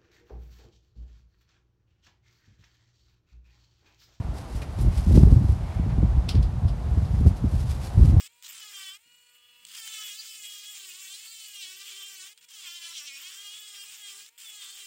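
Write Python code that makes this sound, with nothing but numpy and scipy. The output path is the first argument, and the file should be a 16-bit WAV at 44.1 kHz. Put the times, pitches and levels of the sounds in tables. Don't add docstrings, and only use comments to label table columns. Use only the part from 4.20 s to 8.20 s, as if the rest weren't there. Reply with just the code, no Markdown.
import sys
import numpy as np
from scipy import signal
from scipy.fft import rfft, irfft, next_fast_len
from scipy.io import wavfile
from scipy.ndimage import uniform_filter1d, map_coordinates

SR = 44100
rng = np.random.default_rng(int(sys.argv[2]) if len(sys.argv) > 2 else 0)


def file_out(sig):
    cols = np.atleast_2d(sig).T
    lim = np.clip(cols, -1, 1)
    pcm = np.round(lim * 32767).astype(np.int16)
    wavfile.write(sys.argv[1], SR, pcm)


N = 176400
TIME = np.arange(N) / SR


def amp(db):
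    return 10 ** (np.asarray(db) / 20)


def unit(x):
    return x / np.sqrt(np.mean(x ** 2) + 1e-20)


def along(points, hz):
    freqs, values = np.transpose(points)
    return np.interp(np.log(hz + 1), np.log(freqs + 1), values)


def wobble(knots_per_s):
    return map_coordinates(rng.standard_normal(400), [TIME * knots_per_s], mode="wrap")


def coloured(x, gain_db):
    size = 2 * next_fast_len(len(x) // 2 + SR // 10)
    gain = amp(gain_db(np.fft.rfftfreq(size, 1 / SR)))
    cepstrum = irfft(np.log(gain + 1e-6), size)
    cepstrum[1:size // 2] *= 2
    cepstrum[size // 2 + 1:] = 0
    return irfft(rfft(x, size) * np.exp(rfft(cepstrum)), size)[:len(x)]


def noise(spectrum):
    return unit(coloured(rng.standard_normal(N), lambda hz: along(spectrum, hz)))


def evened(x, samples):
    power = uniform_filter1d(uniform_filter1d(x ** 2, samples), samples)
    return x / np.sqrt(np.abs(power) + 1e-9)


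def bump(t, rise_s):
    u = np.maximum(t, 0) / rise_s
    return u * np.exp(1 - u)


def swells(strokes):
    return np.sqrt(sum((amp(db) * np.exp(-np.maximum((peak - TIME) / rise, (TIME - peak) / fall))) ** 2
                       for peak, db, rise, fall in strokes))


def resonance(hz, centre_hz, width_hz):
    return 1 / (1 + (2 * (hz - centre_hz) / width_hz) ** 2)


# frequency in Hz, relative spectral level in dB.
TRAFFIC_SPECTRUM = [(30, -5), (100, 5), (250, 6), (450, -1.5), (750, 2), (1100, -4.5), (1600, -11.5),
                    (2500, -17), (4000, -20), (7000, -26), (11700, -32), (12600, -39), (16000, -49)]
def traffic(level_db=-43):
    return noise(TRAFFIC_SPECTRUM) * amp(level_db + 0.68 * wobble(3.48))


# time in seconds, wind level in dB.
GUSTS = [(0.0, -10), (0.03, -56), (0.08, -21), (0.11, -29), (0.29, -38.5), (0.36, -28), (0.51, -32.5),
         (0.68, -13.5), (0.73, -26.5), (0.79, -20.5), (0.85, -27.5), (0.87, -14.5), (0.97, -8),
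         (1.0, -13.5), (1.05, -11), (1.08, -12.5), (1.17, -12), (1.2, -17.5), (1.3, -25), (1.38, -30.5),
         (1.43, -24), (1.47, -28.5), (1.5, -24), (1.54, -40), (1.57, -25.5), (1.76, -22), (1.84, -18),
         (1.94, -22.5), (1.98, -18.5), (2.03, -28), (2.09, -21), (2.13, -29.5), (2.19, -15), (2.34, -27.5),
         (2.36, -18.5), (2.41, -34), (2.43, -19.5), (2.64, -29), (2.66, -23), (2.85, -26), (2.87, -26),
         (3.07, -13.5), (3.2, -32), (3.26, -15), (3.3, -28.5), (3.34, -21), (3.73, -30.5), (3.79, -12.5),
         (3.95, -14), (4.0, -19.5)]
# frequency in Hz, relative spectral level in dB.
BUFFET_SPECTRUM = [(15, -49.5), (28, -25), (45, 1.5), (70, 1), (120, -6), (180, -15), (300, -40),
                   (600, -49.5), (1500, -100)]
FLUTTER_SPECTRUM = [(60, -45), (130, 7), (200, 4), (330, -4), (480, -17.5), (750, -26), (1500, -49),
                    (4000, -92)]
def wind(buffet_db=-1, churn_db=-31.5, churn_growth=1.87, strong_wind_db=-13.5):
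    gust_db = np.interp(TIME, *np.transpose(GUSTS))
    buffet = evened(noise(BUFFET_SPECTRUM), samples=2200) * amp(gust_db + buffet_db + 1.8 * wobble(28))
    churn = evened(noise(FLUTTER_SPECTRUM), samples=1500)
    churn *= amp(churn_db + churn_growth * (gust_db - strong_wind_db) + 3.7 * wobble(45))
    return buffet + churn


# frequency in Hz, relative spectral level in dB.
KNOCK_SPECTRUM = [(40, -25.5), (110, -8.5), (190, 6), (320, -9), (480, -22.5), (750, -35.5), (1500, -59),
                  (4000, -99)]
# start in seconds, relative level of the knock in dB, relative level of the swing in dB.
EDDY_IMPACTS = [(0.046, -37, -21.5), (0.348, -37, -20), (0.584, -21.5, -22.5), (0.614, -23.5, -34),
                (0.644, -23.5, -29), (0.67, -22, -14.5), (0.767, -29, -23), (0.864, -21.5, -24),
                (0.908, -11.5, -8), (0.973, -3.5, -16), (1.028, -8, -11), (1.072, -11, -16),
                (1.12, -13.5, -15), (1.166, -31, -13), (1.209, -15, -33), (1.241, -21.5, -14),
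                (1.29, -21.5, -11.5), (1.318, -24, -17), (1.557, -34, -19), (1.592, -19, -15),
                (1.659, -20, -41), (1.78, -18.5, -15), (1.827, -10, -10.5), (1.893, -39, -26),
                (1.975, -30, -11), (2.079, -45, -19.5), (2.143, -18.5, -26), (2.154, -22.5, -18),
                (2.19, -22.5, -19), (2.448, -22.5, -14), (2.663, -28, -22), (2.71, -29.5, -16.5),
                (2.771, -18.5, -14), (2.82, -26.5, -14.5), (2.937, -21, -16.5), (3.008, -18, -15.5),
                (3.063, -12, -6.5), (3.109, -24, -16), (3.24, -14, -13), (3.257, -23, -24),
                (3.334, -23, -41), (3.773, -20, -7.5), (3.822, -24, -18), (3.893, -17, -14),
                (3.97, -28, -7)]
def eddies(swing_hz=74, knock_lag_s=0.00259, hard_knock_db=-11.5):
    out = np.zeros(N)
    flutter = evened(noise(FLUTTER_SPECTRUM), samples=600)
    front = signal.unit_impulse(SR // 6, int(knock_lag_s * SR))
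    draws = rng.standard_normal((len(EDDY_IMPACTS), 2))
    for (start, knock_db, swing_db), (detune, phase) in zip(EDDY_IMPACTS, draws):
        span = slice(int(start * SR), int(start * SR) + len(front))
        t = TIME[span] - start
        tilt_db = 0.6 * (knock_db - hard_knock_db)
        knock = coloured(front, lambda hz: along(KNOCK_SPECTRUM, hz) + tilt_db * np.log2(1 + hz / swing_hz))
        knock *= np.sign(phase) / np.abs(knock).max()
        swing = np.sin(2 * np.pi * (swing_hz * np.exp(0.15 * detune) * t + phase))
        out[span] += amp(swing_db + 2) * bump(t, rise_s=0.0064) * swing
        out[span] += amp(knock_db - 2.5) * knock[:len(t)]
        out[span] += amp(knock_db - 8) * bump(t, rise_s=0.0032) * flutter[span]
    return out


# frequency in Hz, relative spectral level in dB.
FILM_SPECTRUM = [(500, -7), (1200, -0.5), (2400, 1), (3500, 1), (5000, 3), (6500, -2), (9000, -2),
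                 (11500, -4), (13500, -15), (16000, -22)]
# time of the peak in seconds, level in dB, rise and fall time constants in seconds.
BAG_PUSHES = [(.172, -50, 0.021, 0.05), (.358, -52, 0.078, 0.05), (.525, -57.5, 0.034, .03),
              (.6, -51.5, 0.034, 0.078), (.785, -44, 0.046, 0.044), (.9, -51, 0.085, 0.076),
              (.962, -43, 0.046, 0.055), (1.13, -53, 0.17, 0.08), (1.3, -54.5, 0.069, 0.061),
              (1.55, -60, 0.26, 0.056), (2.8, -61.5, 0.36, 0.13), (2.98, -55.5, 0.11, 0.1),
              (3.072, -49, 0.0072, 0.034), (3.172, -54, 0.018, 0.029), (3.34, -51.5, 0.081, 0.12),
              (3.41, -51.5, 0.035, 0.038), (3.51, -45.5, 0.027, 0.035), (3.655, -44.5, 0.041, 0.042),
              (3.74, -55, .04, .05), (3.86, -48, 0.063, 0.061)]
def bags(crinkles_per_s=1300, spread_db=4.5, slide_share=0.42):
    sizes = amp(spread_db * np.minimum(rng.standard_normal(N), 2))
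    buckles = rng.random(N) < crinkles_per_s / SR
    crinkles = unit(buckles * rng.choice([-1, 1], N) * sizes)
    friction = rng.standard_normal(N)
    grain = np.sqrt(1 - slide_share) * crinkles + np.sqrt(slide_share) * friction
    rustle = unit(coloured(grain, lambda hz: along(FILM_SPECTRUM, hz)))
    return rustle * swells(BAG_PUSHES) * amp(1.1 * wobble(90))


# frequency in Hz, time to decay by 60 dB in seconds.
BIN_DECAY = [(500, 0.6), (3500, 0.15), (7000, .15), (14000, 0.15)]
def bin_echo(x, wall_delay_s=0.004):
    hz, t, spectra = signal.stft(rng.standard_normal(SR // 3), SR, nperseg=128)
    decay = amp(-60 * t / along(BIN_DECAY, hz)[:, None])
    _, tail = signal.istft(spectra * decay, SR, nperseg=128)
    tail = np.pad(tail / np.linalg.norm(tail), (int(wall_delay_s * SR), 0))
    return signal.fftconvolve(x, tail)[:len(x)]


def crack(peak_s, half_length_s, body_db, tilt_db, echo_db):
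    lead = SR // 50
    t = (np.arange(SR // 3) - lead) / SR
    envelope = 1 / np.cosh(np.clip(t / half_length_s, -20, 20))
    echo = amp(echo_db) * np.linalg.norm(envelope) * bin_echo(signal.unit_impulse(len(t), lead))
    burst = envelope * rng.standard_normal(len(t)) + echo
    shaped = coloured(burst, lambda hz: body_db(hz) + tilt_db * np.log2(np.maximum(hz, 700) / 4000))
    return np.pad(unit(shaped) * np.std(burst), (int(peak_s * SR) - lead, N))[:N]


# time in seconds, level in dB, spectral tilt in dB per octave.
FILM_CREASES = [(.361, -51.5, 5), (0.4207, -45.5, -1.5), (0.589, -48.5, -2.5), (0.613, -46.5, 6),
                (0.955, -45, 1), (1.698, -41, -10), (3.065, -53, 3), (3.549, -49.5, -1), (3.9, -52, 0)]
def flicks(half_length_s=0.0027):
    film_db = lambda hz: along(FILM_SPECTRUM, hz)
    return sum(amp(db) * crack(peak_s, half_length_s, film_db, tilt_db, echo_db=2.5)
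               for peak_s, db, tilt_db in FILM_CREASES)


# frequency in Hz, relative spectral level in dB.
RASP_SPECTRUM = [(700, 1.5), (1300, -8), (2200, -8), (3300, -11), (5000, -18), (9000, -38)]
# peak time in seconds, level in dB, rise and fall time constants in seconds, resonance in Hz.
RUBBISH_SHIFTS = [(0.4197, -37.5, 0.0013, 0.0083, 2470), (.74, -52, 0.053, .03, 2200),
                  (1.43, -52, 0.024, .025, 2320), (1.505, -50, 0.059, 0.13, 2200),
                  (1.7, -50, 0.0089, 0.021, 1780)]
def scrapes(width_hz=300, lift_db=11):
    out = np.zeros(N)
    for *stroke, centre_hz in RUBBISH_SHIFTS:
        rasp_db = lambda hz: along(RASP_SPECTRUM, hz) + lift_db * resonance(hz, centre_hz, width_hz)
        rasp = unit(coloured(rng.standard_normal(N), rasp_db))
        out += rasp * swells([stroke])
    return out * amp(1.6 * wobble(85))


# frequency in Hz, relative spectral level in dB.
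SNAP_SPECTRUM = [(400, -11), (900, -17), (1900, -16), (2800, -4.5), (3600, -1), (5400, -3.5), (6500, -13),
                 (10200, -11.5), (12000, -26), (16000, -28)]
# resonant frequency in Hz, width in Hz, lift in dB.
SNAP_MODES = [(3350, 300, 3), (5000, 900, 4), (12580, 130, 14), (13950, 80, 14)]
# time in seconds, level in dB, spectral tilt in dB per octave, half length in seconds.
PLASTIC_SNAPS = [(2.092, -26, -1.5, 0.0018), (2.154, -38.5, -5.5, 0.0024), (2.23, -45, 0.5, 0.0027),
                 (2.486, -50, 0, 0.0056), (2.851, -53, 0, .004)]
def snaps():
    def body_db(hz):
        modes_db = sum(lift * resonance(hz, centre, width) for centre, width, lift in SNAP_MODES)
        return along(SNAP_SPECTRUM, hz) + modes_db
    return sum(amp(db) * crack(peak_s, half_length_s, body_db, tilt_db, echo_db=-2.5)
               for peak_s, db, tilt_db, half_length_s in PLASTIC_SNAPS)


def scene():
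    return (traffic() + wind() + eddies() + bags() + flicks() + scrapes() + snaps())[None]


def record(dry, low_cut_hz=34.3, top_hz=15700):
    high_pass = signal.butter(2, low_cut_hz, "high", fs=SR, output="sos")
    low_pass = signal.ellip(10, 0.1, 80, top_hz, fs=SR, output="sos")
    return signal.sosfilt(low_pass, signal.sosfilt(high_pass, dry))


dry = scene()
out = record(dry)
file_out(out)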